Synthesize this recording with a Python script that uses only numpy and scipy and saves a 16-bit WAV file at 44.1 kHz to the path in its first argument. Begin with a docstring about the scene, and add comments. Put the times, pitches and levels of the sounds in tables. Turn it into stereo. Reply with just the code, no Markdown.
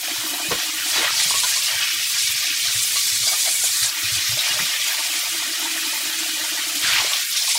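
"""Tap water hisses and bubbles as it runs into a tilted pot of rice, which spills into a wire sieve
over a steel kitchen sink. Thousands of tiny ringing bubbles make the splashing. Where the jet plunges
into standing water, a trapped pocket of air hums, and the run-off drums on the sink floor.
Now and then pot and sieve are knocked and ring, a large bubble plops, or a wave spills over.
Underneath are a few soft, low thumps, like bumps on a microphone."""
import sys
import numpy as np
from scipy import signal
from scipy.fft import rfft, irfft, next_fast_len
from scipy.io import wavfile

SR = 44100
rng = np.random.default_rng(int(sys.argv[2]) if len(sys.argv) > 2 else 0)


def master_out(mix):
    """Clip the mix to full scale and print it as 16-bit PCM to the path in sys.argv[1]."""
    frames = np.transpose(np.atleast_2d(mix))
    ceiling = np.clip(frames, -1, 1)
    pcm = np.round(ceiling * 32767).astype(np.int16)
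    wavfile.write(sys.argv[1], SR, pcm)


N = 334278
FREQS = np.maximum(np.fft.rfftfreq(next_fast_len(N), 1 / SR), 1)

# soft, low thumps: t/s, level/dB
THUMPS = [(.18, -38), (1.75, -35), (2.63, -39), (2.676, -37), (2.752, -27.5), (3.12, -35), (3.209, -33.5),
          (3.699, -43), (3.819, -31), (4.039, -29), (4.119, -25.5), (4.16, -29), (4.291, -25), (4.328, -27),
          (4.54, -36)]
# tone of the drumming sink floor: f/Hz, level/dB
SINK_TONE = [(22, -23), (50, -23), (80, -10.5), (113, -7), (145, -10), (175, -11), (220, -17), (330, -19.5),
             (450, -7.5), (800, -40)]
# how deep the jet plunges into standing water, as the level of its hum: t/s, level/dB
POOL_HUM = [(0, -57), (.08, -38), (.45, -37), (.75, -46.5), (.97, -37), (1.2, -56), (1.6, -61.5),
            (1.86, -50), (2.3, -73), (2.51, -47.5), (2.62, -58), (3.9, -56.5), (4.06, -42.5), (4.3, -52),
            (5.1, -50.5), (5.6, -39.5), (6.75, -42.5), (7.0, -50), (7.35, -66), (7.58, -56)]
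# tone of the air pocket under the jet: f/Hz, level/dB
POCKET_TONE = [(40, -52), (170, -19.5), (235, -12.5), (280, 3.5), (318, -13), (350, 3.5), (400, -13),
               (450, -42), (600, -43)]
# ringing notes of the pot and of the sieve's rim: f/Hz, level/dB, time to fade by 60 dB/s
POT_NOTES = [(171, 3.5, 0.066), (316, -8, 0.06), (427, -2, .08), (487, 5, 0.064), (553, -4, 0.088),
             (630, 5, 0.067), (990, 3, 0.09), (1046, 3.5, 0.1), (1115, 4.5, 0.19), (1440, 7, 0.09),
             (1540, 3, 0.077), (2495, -11, 0.13), (2930, -10, 0.23), (3100, -8, .2)]
SIEVE_NOTES = [(348, -14, 0.094), (671, 8, 0.095), (739, 8.5, 0.09), (1150, 1, 0.16), (1223, 1, 0.11),
               (1526, 7.5, 0.075), (2040, 4.5, 0.075), (2250, 3.5, 0.14), (3630, -3, .14),
               (4080, 3.5, 0.18), (4230, 4, 0.13), (4380, 4, .08), (4800, 16, 0.067), (5900, 1, 0.09),
               (6800, -1.5, 0.11), (7350, -3.5, 0.051)]
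# knocks on each: t/s, level/dB, favoured f/Hz, reach around it/octaves, rise/s, damping/(dB/s)
POT_KNOCKS = [(.485, -26, 173, .8, .006, 5), (.507, -28, 1080, .8, .002, 0),
              (.511, -18.5, 473, 0.46, 0.0022, 0), (.514, -13.5, 2350, 0.92, 0.00091, 0),
              (.518, -21, 130, 0.6, 0.0026, 0), (.526, -26, 496, 0.74, .002, 100),
              (.529, -31, 1110, .8, .002, 2), (1.258, -31.5, 190, .8, 0.0046, 0),
              (1.307, -16, 880, .7, 0.0026, 900), (1.339, -18, 866, 1, 0.0037, 898),
              (1.342, -22, 1122, .15, 0.0048, 118), (1.432, -16.5, 1000, .13, 0.0072, 140),
              (1.436, -24, 1450, .5, 0.0057, 150), (1.561, -25.5, 1070, .12, 0.0056, 0),
              (4.507, -35, 180, .8, 0.0035, 3), (4.560, -29, 650, 0.79, .004, 200),
              (4.592, -31, 550, .22, .007, -3), (4.598, -28, 180, .8, .003, 0),
              (4.620, -28.5, 170, .8, .003, 0)]
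SIEVE_KNOCKS = [(2.955, -22.5, 2260, .4, 0.0024, 200), (2.956, -20, 1150, .12, .011, 0),
                (2.958, -20, 4170, 0.27, .005, 0), (3.271, -31, 520, 0.99, 0.0016, 600),
                (3.274, -33, 1500, .4, .002, 300), (3.276, -17.5, 5540, 0.57, .0012, 400),
                (3.281, -18, 2256, .2, 0.0037, 100), (3.318, -27, 716, .8, .005, 350),
                (3.328, -19.5, 1230, 0.1, 0.0068, 60), (3.401, -32, 9000, .6, .001, 0),
                (3.458, -27, 750, 0.42, .009, 502), (3.462, -20, 1940, 0.42, 0.0067, 2),
                (3.476, -24, 730, .4, 0.0042, 700), (3.474, -27, 4400, 0.42, .003, 0),
                (3.545, -23.5, 2256, 0.28, 0.0046, 0), (3.633, -25, 830, .4, 0.0055, 300),
                (3.635, -12.5, 6960, 0.32, 0.0049, 2), (3.638, -26, 1560, .3, 0.0055, 0),
                (4.875, -19, 7900, 0.8, .001, 0), (6.752, -20, 8800, 0.76, .001, -6)]
# single large bubbles: t/s, f/Hz, level/dB
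PLOPS = [(.082, 695, -19.5), (.383, 900, -20), (.993, 322, -20), (1.016, 2100, -5.5), (1.08, 1290, -7.5),
         (1.2, 1950, -9), (2.029, 2800, -7.5), (2.671, 4000, -1), (3.828, 4440, 3), (4.372, 640, -22.5),
         (4.391, 3760, 3), (5.653, 936, -17), (5.777, 1780, -12.5), (6.757, 297, -27), (6.847, 1600, -5),
         (6.878, 1440, -9), (6.935, 2850, -3), (6.962, 2050, -6), (6.988, 1114, -13), (7.043, 417, -27),
         (7.118, 1120, -16.5), (7.134, 3550, 0.5), (7.478, 1040, -20), (7.551, 920, -17)]
# waves over the pot's lip: t/s, length/s, level/dB, first gulp f/Hz, last gulp f/Hz, splash top f/Hz
WAVES = [(0.919, .14, -12, 338, 1100, 3180), (6.805, .18, -10, 1700, 600, 4900)]
# tone of the splashing: f/Hz, level/dB
WATER_TONE = [(490, -24), (560, -16), (670, -11), (750, -14.5), (820, -15), (1020, -10.5), (1400, -9),
              (2000, -3.5), (3500, 0), (5000, 1), (7500, -0.5), (10000, -4.5), (12500, -3), (15700, -3)]
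# hollow resonances of pot and sink: f/Hz, width/Hz, boost when shallow/dB, boost when deep/dB
HOLLOWS = [(715, 90, 2.5, 4.5), (897, 89, 4.5, 5), (1170, 170, -0.5, -1), (1320, 150, -2.5, 2.5),
           (1520, 130, -1, 2.5), (1767, 96, 2.5, 5.5), (1960, 130, 0, 2.5), (2255, 82, 4.5, -2),
           (2468, 76, 3, 9), (2610, 200, -1, 0), (3027, 125, 1, 8), (3270, 64, -0.5, 5), (3400, 38, 2.5, 2),
           (3920, 62, -1, 6), (4930, 90, -0.5, -1), (9550, 300, 2, 1.5), (13300, 250, 1.5, 0)]
# how hard the jet churns the water: t/s, level/dB
CHURN = [(0, -30), (.4, -31), (.8, -25.5), (1.15, -23), (1.9, -21.5), (2.05, -25), (2.5, -22.5),
         (2.85, -25.5), (3.3, -28.5), (3.55, -28.5), (3.98, -27), (4.35, -23.5), (4.85, -22.5),
         (5.5, -27.5), (6.75, -28), (7.15, -21), (7.29, -29), (7.39, -25), (7.58, -25)]
# how squarely the jet hits bare rice and mesh: t/s, level/dB
SPRAY = [(0.0, -29), (0.82, -28), (0.89, -21.5), (0.96, -25), (1.08, -28.5), (1.2, -23.5), (1.33, -21),
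         (1.6, -22.5), (1.7, -27.5), (2.0, -28), (2.22, -20.5), (2.53, -29.5), (2.62, -21.5), (2.66, -25.5),
         (2.81, -21), (3.48, -20), (3.57, -18), (3.86, -21.5), (3.92, -30), (4.16, -22), (4.2, -26.5),
         (6.72, -28), (6.84, -24.5), (7.18, -27.5), (7.3, -27), (7.52, -21.5), (7.58, -25)]
# low gurgle, which drops out where the stream thins to spray: t/s, level/dB
GURGLE = [(0, -41), (1.15, -40.5), (1.5, -46.5), (1.85, -42), (2.0, -45), (2.12, -54), (2.32, -52),
          (2.42, -48), (2.7, -48.5), (3.8, -48), (4.02, -43.5), (4.13, -44), (4.3, -41), (4.8, -37.5),
          (5.5, -41.5), (6.75, -41.5), (7.1, -37), (7.3, -51.5), (7.45, -44), (7.58, -41)]
# fizz of fine bubbles: t/s, level/dB
FIZZ = [(0, -26), (.4, -27.5), (.6, -23.5), (.8, -26), (.96, -19.5), (1.09, -23.5), (1.2, -19.5),
        (1.62, -21.5), (2.02, -23), (2.2, -19.5), (2.55, -23), (2.63, -20.5), (2.8, -21.5), (3.27, -20),
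        (3.57, -22), (3.84, -20.5), (3.95, -27.5), (4.12, -20.5), (4.4, -21.5), (5.3, -24.5), (6.75, -25),
        (7.15, -21), (7.29, -25.5), (7.39, -19), (7.58, -21)]

GULPS_FROM, GULPS_TO = 0.43, 1.33   # in lengths of the wave, counted from its start


def from_db(db):
    """Turn decibels into a gain to multiply by."""
    return 10 ** (np.asarray(db) / 20)


def rms_one(x):
    """Scale a signal to an average power of 1."""
    return x / np.sqrt(np.mean(x ** 2) + 1e-20)


def in_time(rows):
    """Join (time, level) points with straight lines."""
    return np.interp(np.arange(N) / SR, *np.transpose(rows))


def swing(rows):
    """How many dB a level curve lies above or below its average."""
    db = in_time(rows)
    return db - db.mean()


def tone(points):
    """A gain for every frequency, from (frequency, level) points."""
    hz, db = np.transpose(points)
    return from_db(np.interp(np.log(FREQS), np.log(hz), db))


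def filtered(x, gain):
    """Give every frequency in a sound its own gain."""
    size = next_fast_len(N)
    return irfft(rfft(x, size) * gain, size)[..., :N]


def drift(rate_hz):
    """A smooth random wobble of typical size 1."""
    return rms_one(filtered(rng.standard_normal(N), 1 / (1 + (FREQS / rate_hz) ** 2)))


def add(out, s, sound):
    """Mix in a stereo sound, starting at s seconds."""
    at = int(np.clip(s * SR, 0, N - 1))
    out[:, at:at + sound.shape[1]] += sound[:, :N - at]


def bubbles(s, hz, gain, cycles, rise):
    """Each bubble fades by 60 dB over its cycles, rising in pitch as it nears the surface."""
    steps = np.arange(int(cycles * SR / hz.min()))
    turns = (hz[:, None] * steps / SR).astype(np.float32)
    age = np.minimum(turns / cycles, 2)
    swell = gain[:, None] * np.exp(-np.log(1000) * age) * (1 - np.exp(-2 * turns))
    phase = 2 * np.pi * turns * (1 + rise * age / 2)
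    where = (np.maximum(s, 0) * SR).astype(int)[:, None] + steps
    ear_phase = rng.uniform(-np.pi / 2, np.pi / 2, (len(s), 1)).astype(np.float32)
    ears = (swell * np.sin(phase + side * ear_phase) for side in (-1, 1))
    return np.array([np.bincount(where.ravel(), ear.ravel(), N)[:N] for ear in ears])


def swarm(low_hz, high_hz, per_s, cycles, spread_db):
    """Bubbles born at random times and pitches, many faint and a few strong."""
    when, pitch, luck = rng.random((int(per_s * N / SR), 3)).T
    gain = from_db(spread_db * np.minimum(-np.log(1 - luck), 3))
    return rms_one(bubbles(when * N / SR, low_hz + (high_hz - low_hz) * pitch, gain, cycles, rise=0.064))


def kitchen(x, echo_db, fade_s=0.16):
    """Sink walls and tiles add a short, dense echo, different at each ear."""
    t = np.arange(SR // 2) / SR
    tail = rng.standard_normal((2, len(t))) * from_db(-60 * t / fade_s) * (t > .002)
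    tail /= np.sqrt(np.sum(tail ** 2, axis=1, keepdims=True))
    gain = from_db(echo_db)
    return (x + gain * signal.fftconvolve(x, tail, axes=1)[:, :N]) / np.sqrt(1 + gain ** 2)


def low_thumps(note_hz=116, rise_s=0.0038, fade_s=0.17):
    """Soft, low thumps, out of step between the ears, like bumps from handling a microphone."""
    out, t = np.zeros((2, N)), np.arange(SR // 3) / SR
    swell = (1 - np.exp(-t / rise_s)) * from_db(-60 * t / fade_s)
    ear_phase = np.array([[0.62], [-0.62]])
    for s, db in THUMPS:
        hz = note_hz * (1 + rng.normal(0, 0.067))
        add(out, s, from_db(db) * swell * np.sin(2 * np.pi * hz * t + ear_phase))
    return out


def sink_drumming():
    """Run-off drums on the sink floor, harder when the water sprays, churns or spills."""
    trickle_db = -56 + 0.6 * swing(SPRAY) + .5 * swing(CHURN) - 0.1 * swing(POOL_HUM) + 2.5 * drift(3)
    spilling = sum(wave_shape(np.arange(N) / SR - start, length) for start, length, *_ in WAVES)
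    drops = swarm(26, 490, per_s=260, cycles=2, spread_db=1.5)
    drum = filtered(drops + from_db(-8) * rng.standard_normal((2, N)), tone(SINK_TONE))
    middle = drum.mean(axis=0)
    wider = middle + from_db(0.5) * (drum - middle)
    return np.hypot(from_db(trickle_db), from_db(-47) * spilling) * rms_one(wider)


def air_pocket(hz=320.7, wander=0.0333, churn_db=-4.5, throb_db=7):
    """The jet keeps a pocket of air humming; its size, and so its pitch, never holds still."""
    pitch = hz * (1 + wander * np.array([drift(49.4), drift(42.9)]))
    hum = rms_one(np.sin(2 * np.pi * np.cumsum(pitch, axis=1) / SR))
    churn = rms_one(filtered(rng.standard_normal((2, N)), tone(POCKET_TONE)))
    throb = from_db(throb_db * np.tanh(drift(21)))
    return from_db(in_time(POOL_HUM)) * rms_one((hum + from_db(churn_db) * churn) * throb)


def knocks(blows, notes, others_db, ear_phase, crack_db, crack_rise_s):
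    """A knock rings the notes near its favoured pitch; soft knocks swell slowly and hardly crack."""
    out, t = np.zeros((2, N)), np.arange(SR // 3) / SR
    hz, note_db, fade_s = np.transpose(notes)[:, :, None]
    # neighbouring notes reach opposite ears first
    lead = ear_phase * (-1) ** np.arange(len(notes))[:, None]
    rings = np.array([np.sin(2 * np.pi * hz * t + side * lead) for side in (-1, 1)])
    rings *= from_db(note_db - 60 * t / fade_s)
    for s, db, favoured_hz, reach_octaves, rise_s, damping in blows:
        near = np.exp(-(np.log2(hz / favoured_hz) / reach_octaves) ** 2)
        ring = np.sum(rings * from_db(others_db * (1 - near) + rng.normal(0, 0.99, hz.shape)), axis=1)
        crack_hz = [0.34 * favoured_hz, min(2 * favoured_hz, .4 * SR)]
        band = signal.butter(2, crack_hz, "band", fs=SR, output="sos")
        noise = rms_one(signal.sosfilt(band, rng.standard_normal((2, len(t)))))
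        crack = noise * from_db(crack_db - 60 * t / 0.13)
        hardness = 1 / (1 + (rise_s / crack_rise_s) ** 2)
        swell = 1 - np.exp(-t / rise_s)
        fade = from_db(db - max(damping, 0) * t)   # wet rice damps the ring
        add(out, s, fade * swell * (ring + hardness * crack))
    return out


def plops():
    """Single large bubbles ring out briefly."""
    s, hz, db = np.transpose(PLOPS)
    return bubbles(s, hz, from_db(db), cycles=28.6, rise=0.054)


def wave_shape(t, length, rise_s=0.038, release_s=0.054):
    """A spilling wave grows louder, holds and dies away."""
    return np.clip(t / rise_s, 0, 1) * np.exp(-np.maximum(t - length, 0) / release_s)


def spills(drops_per_s=3000, spread_db=0.5, low_hz=1020):
    """A spilling wave bursts into drops; the low edge of the splash glides with the gulps."""
    out, t = np.zeros((2, N)), np.arange(SR // 2) / SR
    edges_hz = np.geomspace(350, 8000, 13)
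    for start, length, db, first_hz, last_hz, top_hz in WAVES:
        along = np.clip((t / length - GULPS_FROM) / (GULPS_TO - GULPS_FROM), 0, 1)
        gulp_hz = first_hz * (last_hz / first_hz) ** along
        for low, high in zip(edges_hz, edges_hz[1:]):
            hits = rng.random((2, len(t))) < drops_per_s / SR
            drops = hits * rng.standard_normal(hits.shape) * from_db(rng.normal(0, spread_db, len(t)))
            band = signal.butter(2, [low, high], "band", fs=SR, output="sos")
            splash = signal.sosfilt(band, rms_one(drops))
            hz = np.sqrt(low * high)
            cut = (1 + (gulp_hz / hz) ** 7) * (1 + (hz / top_hz) ** 9) * (1 + (low_hz / hz) ** 4)
            add(out, start, from_db(db) * wave_shape(t, length) * splash / np.sqrt(cut))
    return out


def gulps(count=9):
    """The air gap under a spilling wave narrows or opens, so a run of large bubbles glides in pitch."""
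    along = np.linspace(0, 1, count)
    delay = GULPS_FROM + (GULPS_TO - GULPS_FROM) * along
    s = np.concatenate([start + length * delay for start, length, *_ in WAVES])
    hz = np.concatenate([first * (last / first) ** along for *_, first, last, top_hz in WAVES])
    db = -15.5 + 4 * np.log2(hz / 1000)   # higher gulps are louder
    s += rng.normal(0, 0.0027, len(s))
    hz *= 1 + rng.normal(0, 0.079, len(s))
    return bubbles(s, hz, from_db(db), cycles=15.4, rise=0.044)


def hollow(x, shallow):
    """Pot and sink boost some pitches; which ones changes as the pool fills and drains."""
    hz, width, shallow_db, deep_db = np.transpose(HOLLOWS)
    bumps = 1 / (1 + (2 * (FREQS[:, None] - hz) / width) ** 2)
    when_shallow = filtered(x, from_db(bumps @ shallow_db))
    when_deep = filtered(x, from_db(bumps @ deep_db))
    return shallow * when_shallow + (1 - shallow) * when_deep


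def water(low_hz, high_hz, per_s, cycles, spread_db, hiss_db, flutter_db, left_db):
    """Bubbles of one size range ring over the smooth hiss of the jet."""
    bubbling = swarm(.8 * low_hz, 1.15 * high_hz, per_s, cycles, spread_db)
    bubbling = kitchen(bubbling, echo_db=-3)
    hiss = from_db(hiss_db) * rng.standard_normal((2, N))
    band = ((1 + (low_hz / FREQS) ** 20) * (1 + (FREQS / high_hz) ** 20)) ** -.5
    sound = filtered(bubbling + hiss, band * tone(WATER_TONE)) * from_db(flutter_db * drift(20))
    return rms_one(sound) * from_db([[left_db / 2], [-left_db / 2]])


def tap_water():
    """Large bubbles gurgle, churned water splashes and fizzes, and spray flies off bare rice."""
    churn, bare = swing(CHURN), swing(SPRAY)
    shallow = 1 / (1 + from_db(2.2 * (swing(POOL_HUM) - 9)))   # 0: deep pool, 1: almost bare rice
    sputter = 1.77 * shallow   # a deep pool steadies the stream
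    slosh_db = -33.4 + 0.52 * churn - 0.45 * bare + sputter * drift(10)
    splash_db = -27.8 + 0.72 * churn + .5 * sputter * drift(14)
    spray_db = -25.5 + 0.84 * bare + 0.5 * sputter * drift(29)
    mist_db = -30.5 + 0.25 * bare + 0.51 * sputter * drift(14)
    gurgle = from_db(in_time(GURGLE) + 1.7 * sputter * drift(6)) * water(
        533, 1310, per_s=300, cycles=19, spread_db=3, hiss_db=2.5, flutter_db=1.5, left_db=-0.7)
    slosh = from_db(slosh_db) * water(
        1184, 2161, per_s=700, cycles=88, spread_db=2, hiss_db=-5.5, flutter_db=1, left_db=-1.5)
    splash = from_db(splash_db) * water(
        2163, 3502, per_s=900, cycles=178, spread_db=2, hiss_db=5, flutter_db=0.45, left_db=-1.2)
    fizz = from_db(in_time(FIZZ) + 0.53 * sputter * drift(34)) * water(
        3445, 6484, per_s=1300, cycles=178, spread_db=1, hiss_db=6.5, flutter_db=0.52, left_db=-1)
    spray = from_db(spray_db) * water(
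        6670, 10810, per_s=1300, cycles=330, spread_db=2, hiss_db=6, flutter_db=0.56, left_db=0.5)
    mist = from_db(mist_db) * water(
        10380, 16100, per_s=1500, cycles=120, spread_db=5, hiss_db=10, flutter_db=1.5, left_db=0.5)
    jet_wobble = from_db(0.38 * sputter * drift(26))
    return hollow(jet_wobble * (gurgle + slosh + splash + fizz + spray) + mist, shallow)


def scene():
    """Running water and low thumps, with knocks, plops, spills and gulps in the sink."""
    pot = knocks(POT_KNOCKS, POT_NOTES, others_db=-45, ear_phase=0.57, crack_db=-3, crack_rise_s=0.0061)
    sieve = knocks(SIEVE_KNOCKS, SIEVE_NOTES,
                   others_db=-27, ear_phase=0.58, crack_db=0, crack_rise_s=0.0065)
    big_bubbles = plops()
    waves = spills() + gulps()
    mix = tap_water() + sink_drumming() + low_thumps() + air_pocket()
    return mix + kitchen(pot + sieve + waves, echo_db=-8) + kitchen(big_bubbles, echo_db=0)


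def record(dry):
    """The very highest treble is cut off steeply."""
    cutoff_hz = 15750
    return filtered(dry, from_db(-np.clip((FREQS - cutoff_hz) / 5, 0, 100)))


dry = scene()
out = record(dry)
master_out(out)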